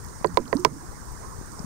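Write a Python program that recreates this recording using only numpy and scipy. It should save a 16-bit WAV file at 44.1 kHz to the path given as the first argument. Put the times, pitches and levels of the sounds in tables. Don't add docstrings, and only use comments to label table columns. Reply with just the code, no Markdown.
import sys
import numpy as np
from scipy import signal
from scipy.fft import rfft, irfft, next_fast_len
from scipy.io import wavfile
from scipy.ndimage import uniform_filter1d, map_coordinates

SR = 44100
rng = np.random.default_rng(int(sys.argv[2]) if len(sys.argv) > 2 else 0)


def digitize_waveform(pressure):
    field = np.atleast_2d(pressure).T
    bounded = np.clip(field, -1, 1)
    quanta = np.round(bounded * 32767).astype(np.int16)
    wavfile.write(sys.argv[1], SR, quanta)


def boost(x):
    u = np.asarray(x, float) / 20
    return 10 ** u


N = 72765

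RAP_TIMES = [.2451, .3723, .5282, .6486]
# [level/dB, hardness/dB per octave, rim share/dB, crack/dB]
RAP_BLOWS = [
    (-2, 1.5, 0.5, -18),
    (2.5, -6.5, 1, -7),
    (-1.5, 2.5, -7.5, -45),
    (2, 6, 5, 2),
]


def unit(x):
    return x / np.sqrt(np.mean(x ** 2) + 1e-20)


def along(points, hz):
    f, v = np.transpose(points)
    return np.interp(np.log(hz + 1), np.log(f + 1), v)


def curve(rows):
    return np.interp(np.arange(N) / SR, *np.transpose(rows))


def wobble(rate):
    knots = rng.standard_normal(400)
    return map_coordinates(knots, [np.arange(N) * rate / SR])


def filtered(x, response):
    m = next_fast_len(x.shape[-1] + SR // 4)
    hz = np.fft.rfftfreq(m, 1 / SR)
    return irfft(rfft(x, m) * response(hz), m)[..., :x.shape[-1]]


def rush(spectrum, patchy_db=0, size=N):
    z = signal.stft(rng.standard_normal(size), nperseg=512)[2]
    patches = uniform_filter1d(rng.standard_normal(z.shape), 5, 0)
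    patches = uniform_filter1d(patches, 6, 1)
    x = signal.istft(z * boost(patchy_db * unit(patches)), nperseg=512)[1][:size]
    return unit(filtered(x, lambda hz: boost(along(spectrum, hz))))


def add(track, s, sound):
    part = track[round(s * SR):][:len(sound)]
    part += sound[:len(part)]


def creek():
    # [t/s, level/dB]
    strength = [(0.0, -1), (1.65, 0)]
    # [f/Hz, level/dB per Hz]
    babble = [(20, -34), (90, -4), (200, -4.5), (420, -4.5), (650, -12.5), (1000, -2.5), (1900, -14.5),
              (2700, -33.5)]
    spray = [(2500, -18), (3200, -21), (5000, -3.5), (6300, -0.5), (7500, -5), (9000, -0.5), (10500, -19),
             (13000, -15.5)]
    babble_covered = [(200, 11), (650, -1.5), (1300, 4.5), (2000, -8), (2400, -15), (3300, -29),
                      (4300, -15)]
    spray_covered = [(4300, -37), (4900, -21), (5400, -6), (6500, 0), (7500, -5), (9000, 0.5),
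                     (10500, -11.5), (15000, -14.5)]
    flow = boost(curve(strength) + .4 * wobble(6))
    left = boost(-55.5 + 2.0 * wobble(24.8)) * rush(babble_covered, 0.5)
    left = left + boost(-52) * rush(spray_covered, 0.98)
    right = boost(-41) * rush(babble, 2.8) + boost(-46.5) * rush(spray, 1.0)
    return flow * np.array([left, right])


def wind():
    # [f/Hz, level/dB per Hz]
    buffet = [(15, -10), (52, -3), (100, -5), (200, -13.5), (300, -26.5), (650, -36), (1500, -71)]
    # [t/s, level/dB]
    gust = [(0, 0.5), (.15, -2.5), (.3, -3.5), (.45, -1.5), (.65, -3.5), (.85, -2), (1.05, 0.5), (1.2, 0.5),
            (1.35, 0), (1.5, -2.5), (1.65, -1)]
    # [t/s, level/dB, width/s]
    puffs = [(0.2127, -29, 0.00036), (0.215, -25, 0.0017), (0.3457, -21, 0.0036), (0.894, -27.5, 0.0032),
             (1.002, -32, 0.0014), (1.121, -28, 0.0045), (1.389, -24, 0.0026), (1.414, -28.5, 0.0008),
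             (1.5928, -26.5, 0.00035), (1.604, -21.5, .0015), (1.6457, -21, 0.0014)]
    t = np.arange(N) / SR
    lumpy = boost(0.91 * wobble(30.13)) * rush(buffet, .8)
    out = unit(lumpy) * boost(-37.5 + curve(gust))
    for s, db, width in puffs:
        u = (t - s) / width
        out += boost(db) * (1 - u ** 2) * np.exp(-.5 * u ** 2)
    return out


def drops():
    # [t/s, level/dB, f/Hz, width/octaves]
    spits = [(0.041, -31.5, 12400, .5), (.047, -31.5, 5700, .6), (0.063, -33, 13500, .3),
             (.086, -35, 6140, 0.66), (.261, -26, 7900, 0.34), (.271, -27, 4550, 0.07),
             (.344, -32, 5300, 0.72), (0.404, -28, 6600, 0.25), (.418, -39, 4160, .15),
             (.440, -42, 12500, .3), (0.456, -38.5, 2980, .2), (0.479, -29.5, 4600, 0.3),
             (.551, -29, 8900, 0.46), (0.568, -20.5, 4750, 0.27), (.597, -27.5, 7250, 0.47),
             (0.6, -32, 13700, 0.25), (0.603, -32.5, 5330, 0.26), (.740, -34, 8200, 0.23),
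             (0.825, -34, 8600, 0.12), (1.056, -40, 13500, .2), (1.119, -35, 13500, .2),
             (1.459, -36.5, 8900, 0.18), (1.519, -28.5, 7150, 0.4), (1.593, -25, 5240, 0.2)]
    t60 = .009
    out, t = np.zeros(N), np.arange(SR // 40) / SR
    for s, db, hz, octaves in spits:
        noise = rng.standard_normal(len(t))
        band = filtered(noise, lambda f: np.exp(-(np.log2((f + 1) / hz) / octaves) ** 2))
        fade = boost(db - 60 * t / t60) * (1 - np.exp(-t / 0.00033))
        add(out, s, fade * unit(band))
    return out


def glugs():
    glug_times = [.551, .585, .829, .708, .289, .400]
    # [first f/Hz, last f/Hz, level/dB, t60/s]
    pockets = [
        (157.41, 308, -5.5, 0.074),
        (320, 362, -16.5, .16),
        (290, 365, -30.5, 0.11),
        (183.6, 134, -23.5, 0.077),
        (193, 175, -26, 0.17),
        (227, 169, -18, 0.046),
    ]
    glide_s, rise_share = .007, .045
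    out, t = np.zeros(N), np.arange(SR // 4) / SR
    for s, (first_hz, last_hz, db, t60) in zip(glug_times, pockets):
        cycles = last_hz * t - (last_hz - first_hz) * glide_s * (1 - np.exp(-t / glide_s))
        fade = boost(db - 60 * t / t60) * (1 - np.exp(-t / (rise_share * t60)))
        add(out, s, fade * np.sin(2 * np.pi * cycles))
    return out


def raps():
    # [f/Hz, level/dB, t60/s]
    pan = [(183.6, -37, 0.2), (259, -4, 0.036), (358, 1, 0.051), (436, 0, 0.042), (545.5, -8.5, 0.047),
           (659, -9, 0.032), (769, -1.5, 0.012), (950, -4.5, 0.027), (1022.5, -2, 0.032),
           (1166, -4.5, 0.012), (1570, -23.5, 0.03), (1903, -11, .015), (2710, -32, 0.0058),
           (4710, -26.5, 0.015)]
    signs = [1, 1, 1, -1, 1, 1, 1, 1, -1, 1, -1, 1, -1, 1]
    # [f/Hz, level/dB]
    crack_colour = [(600, -22), (2000, 11.5), (3300, -5), (4600, 5), (6000, -3), (10000, -16),
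                    (16000, -20.5)]
    slosh_colour = [(120, 2), (250, 1), (400, 9), (600, 1), (1100, -7), (1900, -15.5), (3000, -41.5)]
    surge_colour = [(20, 3), (70, -4), (160, 7.5), (300, 10), (500, -37)]
    attack_s, rim_hz, rim_octaves = .0001, 1000, .4
    scatter_db, detune = 1.2, .008
    out, t = np.zeros(N), np.arange(SR // 3) / SR
    hz, db, t60 = np.transpose(pan)[:, :, None]
    octave = np.log2(hz / rim_hz)

    def rise(s):
        return 1 - np.exp(-t / s)

    swell = rise(attack_s + .004 * np.minimum(450 / hz, 1.2) ** 5) ** 2
    impulse = 1. * (np.arange(len(t)) == 0)
    click = filtered(impulse, lambda f: -boost(along(crack_colour, f)) * np.exp(-2j * np.pi * f * attack_s))
    click = click / np.abs(click).max()
    for s, (level_db, hard_db, rim_db, crack_db) in zip(RAP_TIMES, RAP_BLOWS):
        chance = rng.standard_normal((2, len(pan), 1))
        gain_db = db + scatter_db * chance[0]
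        gain_db = gain_db + hard_db * np.clip(octave, 0, 1)
        gain_db = gain_db + rim_db * np.exp(-(octave / rim_octaves) ** 2)
        tones = np.sin(2 * np.pi * hz * (1 + detune * chance[1]) * t)
        ring = np.dot(signs, swell * boost(gain_db - 60 * t / t60) * tones)
        crack_fade = boost(-3.5 - 60 * t / 0.0069) + boost(-23.5 - 60 * t / 0.047)
        crack = crack_fade * rush(crack_colour, size=len(t))
        slosh = boost(-18.5 - 60 * t / 0.11) * rise(0.0027)
        slosh = slosh * rush(slosh_colour, patchy_db=-3.5, size=len(t))
        surge = boost(-26.5 - 60 * t / .4) * rise(.015)
        surge = surge * rush(surge_colour, patchy_db=4, size=len(t))
        add(out, s, boost(level_db) * (ring + boost(crack_db) * (crack + click) + slosh + surge))
    return out


def scene():
    # [f/Hz, level/dB]
    cover = [(60, -6), (160, -10), (270, -15), (450, -18), (1000, -22), (2000, -28), (5500, -24),
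             (15000, -25)]
    lag_s = .00011
    pan = raps() + glugs() + drops()
    left = filtered(pan, lambda hz: boost(along(cover, hz)) * np.exp(-2j * np.pi * hz * lag_s))
    return np.array([left + wind(), pan]) + creek()


def top_cut(x):
    return signal.sosfilt(signal.butter(12, 16090, fs=SR, output="sos"), x)


def record(dry):
    t = np.arange(N) / SR
    duck_db = np.zeros(N)
    for s, (*_, crack_db) in zip(RAP_TIMES, RAP_BLOWS):
        depth_db = -5 * min(boost(crack_db + 4.5), 1)
        duck_db += depth_db * np.exp(-np.maximum(t - s, 0) / .08) * (t > s)
    x = filtered(dry * boost(duck_db), lambda hz: hz < 15750)
    clip_top, clip_hard = 1.0, 30
    x = x / (1 + np.abs(x / clip_top) ** clip_hard) ** (1 / clip_hard)
    return top_cut(x)


dry = scene()
out = record(dry)
digitize_waveform(out)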